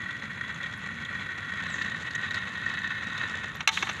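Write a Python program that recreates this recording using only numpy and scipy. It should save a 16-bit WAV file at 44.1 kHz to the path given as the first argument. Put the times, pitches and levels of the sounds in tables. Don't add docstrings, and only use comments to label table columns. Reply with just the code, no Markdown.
import sys
import numpy as np
from scipy import signal
from scipy.fft import rfft, irfft
from scipy.io import wavfile
from scipy.ndimage import uniform_filter1d, minimum_filter1d, map_coordinates

SR = 44100
rng = np.random.default_rng(int(sys.argv[2]) if len(sys.argv) > 2 else 0)


def materialize(psi):
    bounded = np.clip(np.atleast_2d(psi).T, -1, 1)
    quanta = np.round(bounded * 32767).astype(np.int16)
    wavfile.write(sys.argv[1], SR, quanta)


N = 176400

# (time [s], level [dB], grittiness [dB])
ROLL_EFFORT = [(0, -35, -1.5), (.35, -38, 3), (.65, -35.5, 1), (.82, -40, 5.5), (1.05, -35.5, 0),
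               (1.13, -33.5, 0.5), (1.4, -35.5, 0.5), (1.8, -31.5, 0.5), (2.05, -35, 3), (2.25, -32, 1),
               (2.5, -34, 1.5), (2.78, -31, -5), (3.05, -34.5, -1), (3.3, -31.5, 2.5), (3.5, -37, 3.5),
               (3.65, -43, 11), (3.85, -38, 8), (4, -37.5, 5.5)]
# (frequency [Hz], width [Hz], far level [dB], near level [dB])
BODY_MODES = [(1125, 98, -13.5, -9.5), (1390, 34, -5.5, -8.5), (1515, 154, -4, -2), (1806, 114, -8, -1.5),
              (1890, 116, 2, 4.5), (2152, 90, -8.5, -7), (2305, 165, -14.5, -21.5), (2620, 143, -15, -8),
              (3007, 220, -24, -15.5), (3317, 190, -11, -13.5), (3622, 214, -26.5, -12),
              (3858, 132, -17, -10), (4110, 33, -17, -21), (6200, 500, -32.5, -29.5)]
# (frequency [Hz], relative level [dB])
CRUNCH_SPECTRUM = [(200, -1.5), (450, -2), (750, -6.5), (1100, 8.5), (2200, 5.5), (4000, -8.5), (4700, -32),
                   (6800, -10), (9300, -35.5), (10800, -24), (12500, -67)]
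# (time [s], relative peak [dB])
BUMP_HITS = [(0.0583, -28), (0.0917, -24.5), (.297, -35), (0.411, -21), (0.6028, -27.5), (0.889, -27),
             (1.0886, -28.5), (1.29, -25.5), (1.52, -23.5), (1.742, -22), (1.8136, -22), (1.8441, -22),
             (1.9459, -24), (2.1485, -27), (2.1799, -24.5), (2.3093, -23.5), (2.3426, -24), (2.5745, -26),
             (2.663, -20), (2.7726, -23.5), (2.8365, -27.5), (3.341, -22)]
# (time [s], peak before the limiter [dB], tilt [dB/octave], contact cut-off [Hz])
KNOCK_HITS = [(3.605, -21.5, 0, 4600), (3.674, 8, 1.5, 8400), (3.6785, -2, 1.5, 8750),
              (3.688, -1.5, -0.5, 6440), (3.772, -14.5, 9.5, 2190), (3.824, -14, -1.5, 6050),
              (3.8274, -13.5, -5.5, 6000), (3.87, -21, 2, 2290), (3.89, -19.5, -2, 6070),
              (3.895, -17.5, -3, 5600), (3.912, -24, 12, 2200)]
# (frequency [Hz], relative level [dB], t60 [s])
PLASTIC_MODES = [(779, -20, 0.088), (889, -13, 0.12), (1165, -6, 0.053), (1294, -3, 0.041),
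                 (1622, 1.5, 0.022), (1970, -12, 0.066), (2210, -1, 0.037), (2702, 0, 0.038),
                 (3070, -2.5, 0.033), (3280, -3, 0.022), (3585, -4, 0.046), (4050, -8.5, 0.038),
                 (5830, -7, 0.019), (6070, -6, 0.023), (6400, -21, 0.031)]
# (frequency [Hz], relative level [dB])
CRACK_SPECTRUM = [(100, -32), (330, -12), (560, -12), (1000, -3.5), (2700, 4.5), (4000, -2.5), (4900, -15),
                  (6200, -1.5), (8500, -21.5), (12000, -17), (15500, -32)]
# (frequency [Hz], relative level [dB])
SCRAPE_SPECTRUM = [(500, -20), (1500, -23), (2800, -9), (3800, 1.5), (4900, -18.5), (6600, -10.5),
                   (8600, -26.5), (12500, -33), (15500, -54)]
# (time [s], peak [dB], ring [Hz])
GRIT_CRACKS = [(.108, -31, 3400), (0.411, -36.5, 3340), (0.5447, -40, 6700), (0.63, -34, 3500),
               (.775, -48, 10300), (1.0502, -29, 3230), (1.8201, -29, 3920), (2.1103, -33, 3930),
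               (2.151, -28, 6430), (2.308, -26, 3700), (2.3441, -27.5, 3800), (2.7904, -40, 6500),
               (3.178, -26, 3600), (3.234, -30.5, 3650), (3.555, -46, 12700), (3.93, -36.5, 7066)]
# (frequency [Hz], relative level [dB])
GRIT_SPECTRUM = [(1000, -3), (3700, 10), (4600, -11), (6700, 0), (8300, -19.5), (11500, -22), (15500, -38)]
# (frequency [Hz], relative level [dB])
SAND_SPECTRUM = [(3700, 1), (4800, -11), (7000, -7), (12000, -49)]
# (time [s], pitch [Hz], level [dB])
BIRD_CHIRP = [(1.68, 8200, -66), (1.705, 7720, -56), (1.724, 7450, -48), (1.742, 6370, -44.5),
              (1.758, 5400, -64), (1.765, 5300, -75)]
# (frequency [Hz], relative level [dB])
RUMBLE_SPECTRUM = [(25, -52), (48, -17), (88, 3.5), (130, 1.5), (205, 2.5), (290, -8), (420, -17.5),
                   (540, -13.5), (750, -26.5), (2000, -32), (8500, -43), (10700, -37.5), (14000, -62)]


def rolling(impacts_per_s=2600, spread_db=3, jolt_hz=90.2, sag_per_s=0.008, in_tune_at_s=1.8):
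    t = times()
    at, level_db, gritty_db = np.array(ROLL_EFFORT).T
    hits = rng.random(N) < impacts_per_s / SR
    force = hits * rng.choice([-1, 1], N) * amp(spread_db * rng.standard_normal(N))
    jolts = amp(2 * drift(jolt_hz))
    clock = np.cumsum(1 - sag_per_s * (t - in_tune_at_s))
    force *= np.interp(np.arange(N), clock, jolts)
    rings = [signal.fftconvolve(force, body_ring(near)) for near in (0, 1)]
    far, near = (unit(map_coordinates(ring, [clock])) for ring in rings)
    body = far + nearness(t) * (near - far)
    crunch = unit(colour(rng.standard_normal(N) * jolts, CRUNCH_SPECTRUM))
    crunch *= amp(np.interp(t, at, gritty_db))
    return (amp(-1.28) * body + amp(-12.5) * crunch) * amp(np.interp(t, at, level_db))


def body_ring(near, size=4096, skirt_order=1.575):
    f = np.geomspace(20, SR / 2, size // 4)
    response = 0
    for hz, width, far_db, near_db in BODY_MODES:
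        detune = 1 + 2j * (f - hz) / width
        strength = amp(far_db + near * (near_db - far_db))
        response += strength / detune / np.abs(detune) ** (skirt_order - 1)
    treble_db = np.interp(f, [7500, 13000], [0, -18])
    return colour(signal.unit_impulse(size), np.c_[f, 20 * np.log10(np.abs(response)) + treble_db])


def nearness(t):
    return np.interp(t, [1.6, 1.65], [0, 1])


def wheel_contact(lift_db=-5, lift_s=0.007):
    t = times()
    lifts = sum(np.exp(-((t - at) / lift_s + 1) ** 2) for at, _ in BUMP_HITS)
    return amp(lift_db * lifts)


def bumps(tap_db=-4, swell_db=-1):
    out = np.zeros(N)
    for at, db in BUMP_HITS:
        ring = body_ring(nearness(at))
        add(out, at, ring, db + tap_db)
        add(out, at, signal.fftconvolve(ring, ring), db + swell_db)
    return out


def knocks(size=8192, rise_s=0.0018):
    out, t = np.zeros(N), times()[:size]
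    attack = 1 - np.exp(-(t / rise_s) ** 2)
    for at, db, tilt, cutoff_hz in KNOCK_HITS:
        modes = np.zeros(size)
        for hz, mode_db, t60 in PLASTIC_MODES:
            hz *= 1 + 0.002 * rng.standard_normal()
            modes += amp(mode_db) * fade(t60)[:size] * np.sin(2 * np.pi * (hz * t + rng.random()))
        crack = unit(colour(burst(t60=0.026, size=size), CRACK_SPECTRUM))
        blow = (unit(modes) + amp(-1) * crack) * attack
        top_db = tilt * np.log2(cutoff_hz / 500)
        add(out, at, colour(blow, [(500, 0), (cutoff_hz, top_db), (2 * cutoff_hz, top_db - 16)]), db)
    return out


def scrape(start_s=3.706, rise_s=0.019, release_s=3.73, fall_s=0.12):
    t = times()
    rise = np.clip((t - start_s) / rise_s, 0, 1)
    fall = np.exp(-np.maximum(t - release_s, 0) / fall_s)
    friction = rng.standard_normal(N) * amp(1.5 * drift(hz=500))
    return amp(-35) * rise * fall * unit(colour(friction, SCRAPE_SPECTRUM))


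def grit(grains_per_s=110, crack_t60=0.034):
    at, level_db, gritty_db = np.array(ROLL_EFFORT).T
    grains = (rng.random(N) < grains_per_s / SR) * rng.random(N)
    crackle = signal.fftconvolve(grains, fade(crack_t60 / 2))[:N] * rng.standard_normal(N)
    sand_db = np.interp(times(), at, level_db + gritty_db / 2) - 16.5
    out = unit(colour(crackle, SAND_SPECTRUM)) * amp(sand_db)
    for at, db, hz in GRIT_CRACKS:
        crack = burst(crack_t60)
        resonator = signal.iirpeak(hz, Q=7, fs=SR)
        ring = signal.lfilter(*resonator, signal.lfilter(*resonator, crack))
        add(out, at, unit(colour(crack, GRIT_SPECTRUM)) + amp(3) * unit(ring), db)
    return out


def bird():
    t = times()
    at, hz, db = np.array(BIRD_CHIRP).T
    whistle = np.sin(2 * np.pi * np.cumsum(np.interp(t, at, hz)) / SR)
    envelope = amp(np.interp(t, at, db)) * (t > at[0]) * (t < at[-1])
    return echoes(whistle * envelope, db=1, t60=0.62)


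def rumble(follow_share=0.2, hum_hz=229.4, hum_at_s=0.97, hum_width_s=0.085):
    t = times()
    at, level_db, _ = np.array(ROLL_EFFORT).T
    swell_db = follow_share * np.interp(t, at, level_db - level_db.mean())
    bed = amp(-45 + swell_db) * unit(colour(rng.standard_normal(N), RUMBLE_SPECTRUM))
    hum = np.exp(-((t - hum_at_s) / hum_width_s) ** 2) * np.sin(2 * np.pi * hum_hz * t)
    return bed + amp(-43.5) * hum


def echoes(x, db, t60):
    tail = burst(t60, size=16384)
    return x + amp(db) * signal.fftconvolve(x, tail / np.linalg.norm(tail))[:N]


def amp(db):
    return 10 ** (np.asarray(db) / 20)


def unit(x):
    return x / np.sqrt(np.mean(x ** 2))


def times():
    return np.arange(N) / SR


def fade(t60):
    return np.exp(-np.log(1000) * times() / t60)


def colour(x, points):
    hz, db = np.array(points).T
    f = np.maximum(np.arange(len(x) + 1) * SR / (2 * len(x)), 1)
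    cepstrum = irfft(np.log(amp(np.interp(np.log(f), np.log(hz), db))))
    cepstrum[1:len(x)] *= 2
    cepstrum[len(x) + 1:] = 0
    return irfft(rfft(x, 2 * len(x)) * np.exp(rfft(cepstrum)))[:len(x)]


def drift(hz):
    knots = np.arange(0, N / SR + 1, 1 / hz)
    return unit(np.interp(times(), knots, rng.standard_normal(len(knots))))


def burst(t60, size=8192):
    return rng.standard_normal(size) * fade(t60)[:size]


def add(out, at, x, db):
    i = int(at * SR)
    out[i:i + len(x)] += (x * amp(db) / np.abs(x).max())[:max(N - i, 0)]


def scene():
    clatter = echoes(knocks(), db=-21.5, t60=0.061)
    toy = rolling() * wheel_contact() + bumps() + clatter + scrape() + grit()
    return (toy + rumble() + bird())[None]


def record(dry, low_cut_hz=42.3, ceiling_db=-5, limiter_window_s=0.048, high_cut_hz=15600):
    mic = signal.sosfilt(signal.butter(2, low_cut_hz, "high", fs=SR, output="sos"), dry)
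    span = int(limiter_window_s * SR)
    excess_db = 20 * np.log10(np.maximum(np.abs(mic) / amp(ceiling_db), 1))
    gain = amp(uniform_filter1d(minimum_filter1d(-excess_db, span), span))
    return signal.sosfilt(signal.ellip(8, 0.2, 70, high_cut_hz, fs=SR, output="sos"), mic * gain)


dry = scene()
out = record(dry)
materialize(out)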